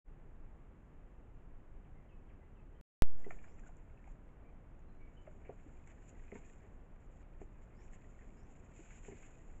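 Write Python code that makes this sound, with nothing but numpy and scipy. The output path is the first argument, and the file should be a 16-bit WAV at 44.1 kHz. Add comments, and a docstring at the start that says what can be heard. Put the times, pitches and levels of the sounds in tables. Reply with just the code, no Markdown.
"""Stag in a mud wallow.

Heard through a trail camera's small microphone. Air pockets plop, mud films smack, water sloshes
and drips; antlers rake wet grass and snap stalks. Far birds whistle over the camera's steady hiss.
The camera stops once and restarts with a click."""
import sys
import numpy as np
from scipy import signal
from scipy.fft import rfft, irfft
from scipy.io import wavfile

SR = 44100
rng = np.random.default_rng(int(sys.argv[2]) if len(sys.argv) > 2 else 0)


def to_wav(sig):
    """Store sig (one row per channel, or 1-D mono) as 16-bit WAV at the path in sys.argv[1].

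    Samples outside -1..1 are clipped; the rate is SR.
    """
    pcm = np.clip(np.atleast_2d(sig), -1, 1) * 32767
    pcm = np.round(pcm).astype(np.int16)
    wavfile.write(sys.argv[1], SR, pcm.T)  # frames by channels


N = 423360
TIME_S = np.arange(N) / SR
START_S, STOP_S, RESTART_S = .045, 2.812, 3.0218

# stag settles, lies still, rubs its neck, rests, thrashes: time_s, effort_db
EFFORT = [(3.05, -19), (3.28, -3), (3.55, -9.5), (3.88, -21.5), (4.75, -34), (5.3, -15), (6.0, -9.5),
          (6.55, -7), (6.88, -25.5), (7.68, -18), (7.85, -9.5), (8.68, -8), (8.8, 2.5), (9.26, 0),
          (9.48, -9)]
# antler strokes through grass: start_s, length_s, effort_db
STROKES = [(3.657, 0.022, -2), (4.03, 0.091, -12), (5.85, 0.066, -6), (6.05, 0.052, -2), (6.327, .06, 0),
           (6.435, 0.058, -1.5), (6.99, 0.064, -11), (7.095, .13, -11.5), (7.396, .04, -4.5),
           (7.606, 0.031, -8), (7.79, 0.06, -4), (7.917, 0.037, -2), (8.748, .22, -2.5), (9.042, 0.071, -1)]
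# grass rustle, coloured by the microphone: freq_hz, density_db
GRASS_SPECTRUM = [(1200, -26.5), (1900, -3.5), (2600, -1), (3400, -13.5), (4500, -27), (5600, -19),
                  (6200, -15), (6600, -1), (7200, 3.5), (7700, -4), (8100, -26), (8500, -40)]
# mud squelch: freq_hz, density_db
SQUELCH_SPECTRUM = [(700, -18.5), (1400, -1.5), (1900, 4), (2500, 1), (3000, -11), (4000, -29)]
# water slosh: freq_hz, density_db
SLOSH_SPECTRUM = [(120, -5.5), (250, 1.5), (330, -2.5), (420, -1.5), (560, -7), (710, -4.5), (900, -11.5),
                  (1500, -26)]
# air pockets under the body: start_s, level_db, pitch_hz, t60_s, tilt_db_per_octave
POCKETS = [(3.265, -39, 396, 0.027, 1.5), (5.493, -38.5, 442, 0.027, 2), (6.324, -40, 407, .03, 1),
           (6.354, -44, 423, 0.041, -6), (7.416, -37, 390, 0.017, 1.5), (9.083, -42.5, 403, 0.037, -2),
           (9.118, -50.5, 400, 0.068, -1)]
# modes of each pocket: pitch_ratio, gain_db, t60_ratio
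POCKET_MODES = [(.6, -8.5, 1.9), (1, 1.5, 0.78), (1.62, -10, 1)]
# bursting bubbles and brief thin tones: start_s, level_db, pitch_hz
BUBBLES_AND_TONES = [(3.244, -53, 1980), (3.307, -48.5, 686), (3.634, -62, 1590), (3.663, -57, 1490),
                     (3.69, -55, 700), (4.075, -54, 766), (5.275, -46, 604), (5.498, -45.5, 670),
                     (5.663, -51, 267), (5.873, -62, 2200), (6.195, -60.5, 1930), (6.354, -52.5, 900),
                     (6.639, -56.5, 402), (7.789, -62.5, 1790), (7.933, -61, 1840), (8.044, -65, 1940),
                     (8.189, -61, 1890), (8.791, -49.5, 326), (9.084, -59, 950)]
# tearing mud: start_s, level_db, centre_hz, decay_s
SMACKS = [(3.306, -41, 1820, 0.006), (3.385, -57.5, 2200, .012), (3.439, -52, 1710, 0.009),
          (3.478, -58, 2620, .009), (3.898, -56.5, 2010, 0.0037), (3.973, -56, 2350, .005),
          (4.041, -58, 2200, 0.0043), (4.072, -58.5, 2240, .009), (5.266, -52.5, 1700, 0.008),
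          (5.447, -61, 2220, 0.046), (5.869, -61, 1550, 0.021), (6.096, -64, 2700, .011),
          (6.279, -54, 2200, 0.0085), (6.317, -47.5, 2130, 0.006), (6.353, -51.5, 1930, 0.015),
          (7.416, -53, 1970, 0.0052), (8.207, -61, 1860, .025), (9.046, -52, 2200, .009),
          (9.109, -60, 2160, 0.031), (9.227, -54, 2100, .013)]
# snapping stalks: start_s, level_db
SNAPS = [(3.308, -62), (3.595, -64), (3.672, -71), (3.768, -66), (4.076, -70), (4.792, -73), (5.874, -60),
         (6.092, -55), (7.412, -72), (8.763, -63)]
# bird call shapes: length_s, first_hz, last_hz, bend_exponent, rasp_hz
CHIRP_SHAPE = (0.056, 3350, 2570, 4, 15)
WHIP_SHAPE = (0.035, 3400, 1200, 1.2, 24)
RISE_SHAPE = (0.11, 4850, 7500, .55, 190)
# calls of each shape: start_s, level_db
CHIRPS = [(2.087, -78), (2.553, -79)]
WHIPS = [(1.843, -79), (2.289, -74)]
RISES = [(3.458, -90), (7.752, -86), (8.365, -87)]
# one-pitch bird calls: start_s, length_s, pitch_hz, level_db
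PIPES = [(1.945, .075, 2040, -78), (2.404, .05, 2000, -76), (2.747, .028, 3080, -82.5),
         (4.405, 0.12, 2320, -83), (4.876, .04, 4100, -92), (4.984, 0.12, 2272, -76),
         (5.168, 0.018, 3030, -73)]
# camera rumble and hiss, faint treble hump: freq_hz, density_db
HISS_SPECTRUM = [(18, 5.5), (45, -6.5), (150, -17), (450, -26.5), (1000, -34), (2000, -41.5), (2700, -47),
                 (3400, -57), (4300, -67), (5800, -67), (7200, -56), (8500, -71), (12300, -72.5),
                 (14000, -81.5)]


def wallowing(blades_per_s=4500, drips_per_s=45):
    """Grass crackles, mud squelches, water laps and drips. Rates and levels hold at 0 dB effort."""
    effort = from_db(np.interp(TIME_S, *np.transpose(EFFORT)))
    stroke_power = antler_strokes()
    raking = np.sqrt(effort ** 2 + stroke_power)
    stirring = np.sqrt(effort ** 2 + stroke_power * from_db(-2) ** 2)
    blades = grains(per_s=blades_per_s * raking, spread_db=-1, clump_db=2, clump_hz=60)
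    mud = grains(per_s=1400, spread_db=1.5, clump_db=4.5, clump_hz=32)
    water = grains(per_s=800, spread_db=.6, clump_db=3.5, clump_hz=14)
    grass = from_db(-72) * raking * colour(blades, GRASS_SPECTRUM)
    squelch = from_db(-76) * stirring ** .57 * colour(mud, SQUELCH_SPECTRUM)
    slosh = from_db(-68) * effort ** .3 * colour(water, SLOSH_SPECTRUM)
    dripping = from_db(-78) * np.sqrt(stirring) * drips(drips_per_s * np.sqrt(stirring))
    return (grass + squelch + slosh + dripping) * (TIME_S > RESTART_S)


def antler_strokes(attack_s=.016, release_s=.012):
    """Power envelope: each stroke swells, holds, decays."""
    power = np.zeros(N)
    for start_s, length_s, effort_db in STROKES:
        swell = np.clip((TIME_S - start_s) / attack_s, 0, 1)
        release = np.exp(-np.maximum(TIME_S - start_s - length_s, 0) / release_s)
        power += (from_db(effort_db) * swell * release) ** 2
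    return power


def plops(pitch_rise=.028, attack_s=.0016, splat_db=-11, t60_at_1khz_s=.032):
    """Air pockets, bubbles and brief thin tones ring, rising in pitch, each with a muddy splat."""
    out, t = np.zeros(N), TIME_S[:SR // 6]
    rings = [(start_s, level_db + gain_db + tilt * np.log2(ratio), hz * ratio, t60_s * t60_ratio)
             for start_s, level_db, hz, t60_s, tilt in POCKETS
             for ratio, gain_db, t60_ratio in POCKET_MODES]
    for start_s, level_db, hz in BUBBLES_AND_TONES:
        rings.append((start_s, level_db, hz, t60_at_1khz_s / (hz / 1000) ** .14))
    for start_s, level_db, hz, t60_s in rings:
        glide_hz = hz * (1 + pitch_rise * np.minimum(t / t60_s, 1))
        ring = np.sin(2 * np.pi * np.cumsum(glide_hz) / SR)
        band = resonate(rng.standard_normal(len(t)), hz, width_hz=hz)
        splat = from_db(splat_db) * rms_one(low_pass(band, 1.3 * hz, order=4))
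        envelope = from_db(level_db + 5 - 60 * t / t60_s) * (1 - np.exp(-t / attack_s))
        add(out, start_s, envelope * (ring + splat))
    return out


def smacks(width_hz=600, top_hz=2650, rough_db=5, attack_s=.0007):
    """A mud film tears in a quick run of tiny pops."""
    out, t = np.zeros(N), TIME_S[:SR // 6]
    for start_s, level_db, centre_hz, decay_s in SMACKS:
        bursts = rng.standard_normal(len(t)) * from_db(rough_db * rng.standard_normal(len(t)))
        tear = rms_one(low_pass(resonate(bursts, centre_hz, width_hz), top_hz, order=10))
        envelope = (1 - np.exp(-t / attack_s)) * np.exp(-(t / decay_s) ** 2)
        add(out, start_s, from_db(level_db - 8) * envelope * tear)
    return out


def snaps(ring_hz=7050, width_hz=700, t60_s=.017):
    """Breaking stalks excite the microphone's treble resonance."""
    out, t = np.zeros(N), TIME_S[:SR // 12]
    for start_s, level_db in SNAPS:
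        crack = rng.standard_normal(len(t)) * from_db(-60 * t / t60_s)
        ring = resonate(resonate(crack, ring_hz, width_hz), ring_hz, 2 * width_hz)
        add(out, start_s, from_db(level_db) * ring / np.abs(ring).max())
    return out


def drips(per_s, low_hz=1407, high_hz=2494, pitches=9):
    """Drops hit the pool at random, each ringing on one of a few pitches; rms 1."""
    out = np.zeros(N)
    for hz in np.geomspace(low_hz, high_hz, pitches):
        impacts = grains(per_s=per_s / pitches, spread_db=.5, clump_db=1, clump_hz=10)
        out += resonate(impacts + 1e-18, hz, width_hz=70)
    return rms_one(out)


def birds():
    """Three birds repeat their own glides; others pipe on one pitch."""
    out = np.zeros(N)
    for shape, calls in ((CHIRP_SHAPE, CHIRPS), (WHIP_SHAPE, WHIPS), (RISE_SHAPE, RISES)):
        for start_s, level_db in calls:
            add(out, start_s, from_db(level_db) * whistle(*shape))
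    for start_s, length_s, hz, level_db in PIPES:
        add(out, start_s, from_db(level_db) * whistle(length_s, hz, hz, bend=1, rasp_hz=45))
    return out


def whistle(length_s, first_hz, last_hz, bend, rasp_hz, flutter_db=2.5):
    """Sine glide, raspy from pitch and level flutter. Bend over 1 glides early, under 1 late."""
    progress = np.linspace(0, 1, int(length_s * SR))
    glide_hz = last_hz + (first_hz - last_hz) * (1 - progress) ** bend
    jitter_hz = rasp_hz * drift(rate_hz=400)[:len(progress)]
    flutter = from_db(flutter_db * drift(rate_hz=70)[:len(progress)])
    envelope = np.sqrt(np.abs(np.sin(np.pi * progress)))
    return envelope * flutter * np.sin(2 * np.pi * np.cumsum(glide_hz + jitter_hz) / SR)


def bush(x, wet_db, t60_s, delay_s=.008):
    """Trunks and leaves scatter a diffuse tail."""
    t = TIME_S[:SR]
    tail = rng.standard_normal(SR) * from_db(-60 * t / t60_s) * (t > delay_s)
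    return x + from_db(wet_db) * signal.fftconvolve(x, tail / np.linalg.norm(tail))[:N]


def hiss(level_db=-53.5):
    """Camera self-noise."""
    return from_db(level_db) * colour(rng.standard_normal(N), HISS_SPECTRUM)


def grains(per_s, spread_db, clump_db, clump_hz):
    """Random impulses, uneven in size, swelling in clumps; equal power at any density."""
    hits = rng.random(N) < per_s / SR
    sizes = from_db(spread_db * np.minimum(rng.exponential(1, N), 4))
    signs = rng.choice([-1, 1], N)
    return hits * sizes * signs * from_db(clump_db * drift(clump_hz)) / np.sqrt(per_s)


def drift(rate_hz):
    """Linear ramps between random values; rms 1."""
    knots = rng.standard_normal(N // 100)
    return rms_one(np.interp(TIME_S * rate_hz, np.arange(len(knots)), knots))


def colour(x, spectrum, skirt_db_per_octave=36):
    """Apply a spectrum, rolled off beyond its ends; rms 1."""
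    freq_hz, density_db = np.transpose(spectrum)
    octave = np.log2(np.maximum(np.arange(N // 2 + 1) * SR / N, 1))
    knots = np.log2(freq_hz)
    octaves_outside = np.abs(octave - np.clip(octave, knots.min(), knots.max()))
    gain_db = np.interp(octave, knots, density_db) - skirt_db_per_octave * octaves_outside
    return rms_one(irfft(rfft(x) * from_db(gain_db), N))


def resonate(x, hz, width_hz):
    """Two-pole resonator, unit peak gain."""
    radius = np.exp(-np.pi * width_hz / SR)
    feedback = [1, -2 * radius * np.cos(2 * np.pi * hz / SR), radius ** 2]
    return signal.lfilter(np.array([1, 0, -1]) * (1 - radius ** 2) / 2, feedback, x)


def low_pass(x, hz, order):
    """Butterworth low-pass."""
    return signal.sosfilt(signal.butter(order, hz, fs=SR, output="sos"), x)


def add(out, start_s, sound):
    """Mix in at start_s."""
    at = round(start_s * SR)
    out[at:at + len(sound)] += sound[:N - at]


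def rms_one(x):
    """Scale to unit rms."""
    return x / np.sqrt(np.mean(x ** 2) + 1e-20)


def from_db(db):
    """Decibels to gain."""
    return 10 ** (np.asarray(db) / 20)


def scene():
    """Stag near, birds far, hiss over all; mono."""
    stag = wallowing() + bush(plops() + smacks() + snaps(), wet_db=-8.5, t60_s=.099)
    far_birds = bush(birds(), wet_db=-2, t60_s=.36)
    heard = low_pass(stag + far_birds, hz=8100, order=16)
    return (heard + hiss())[None]


def record(dry, fade_s=.041, step_db=-16.5, settle_s=.12, cutoff_hz=16500):
    """The camera fades in, stops, and restarts with a voltage step that drains away."""
    fade_in = np.clip((TIME_S - START_S) / fade_s, 0, 1)
    restarted = TIME_S > RESTART_S
    running = (TIME_S < STOP_S) | restarted
    step = from_db(step_db) * restarted * np.exp(-np.abs(TIME_S - RESTART_S) / settle_s)
    band_limit = signal.cheby2(16, 60, cutoff_hz, fs=SR, output="sos")
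    return signal.sosfilt(band_limit, dry * fade_in * running + step)


dry = scene()
out = record(dry)
to_wav(out)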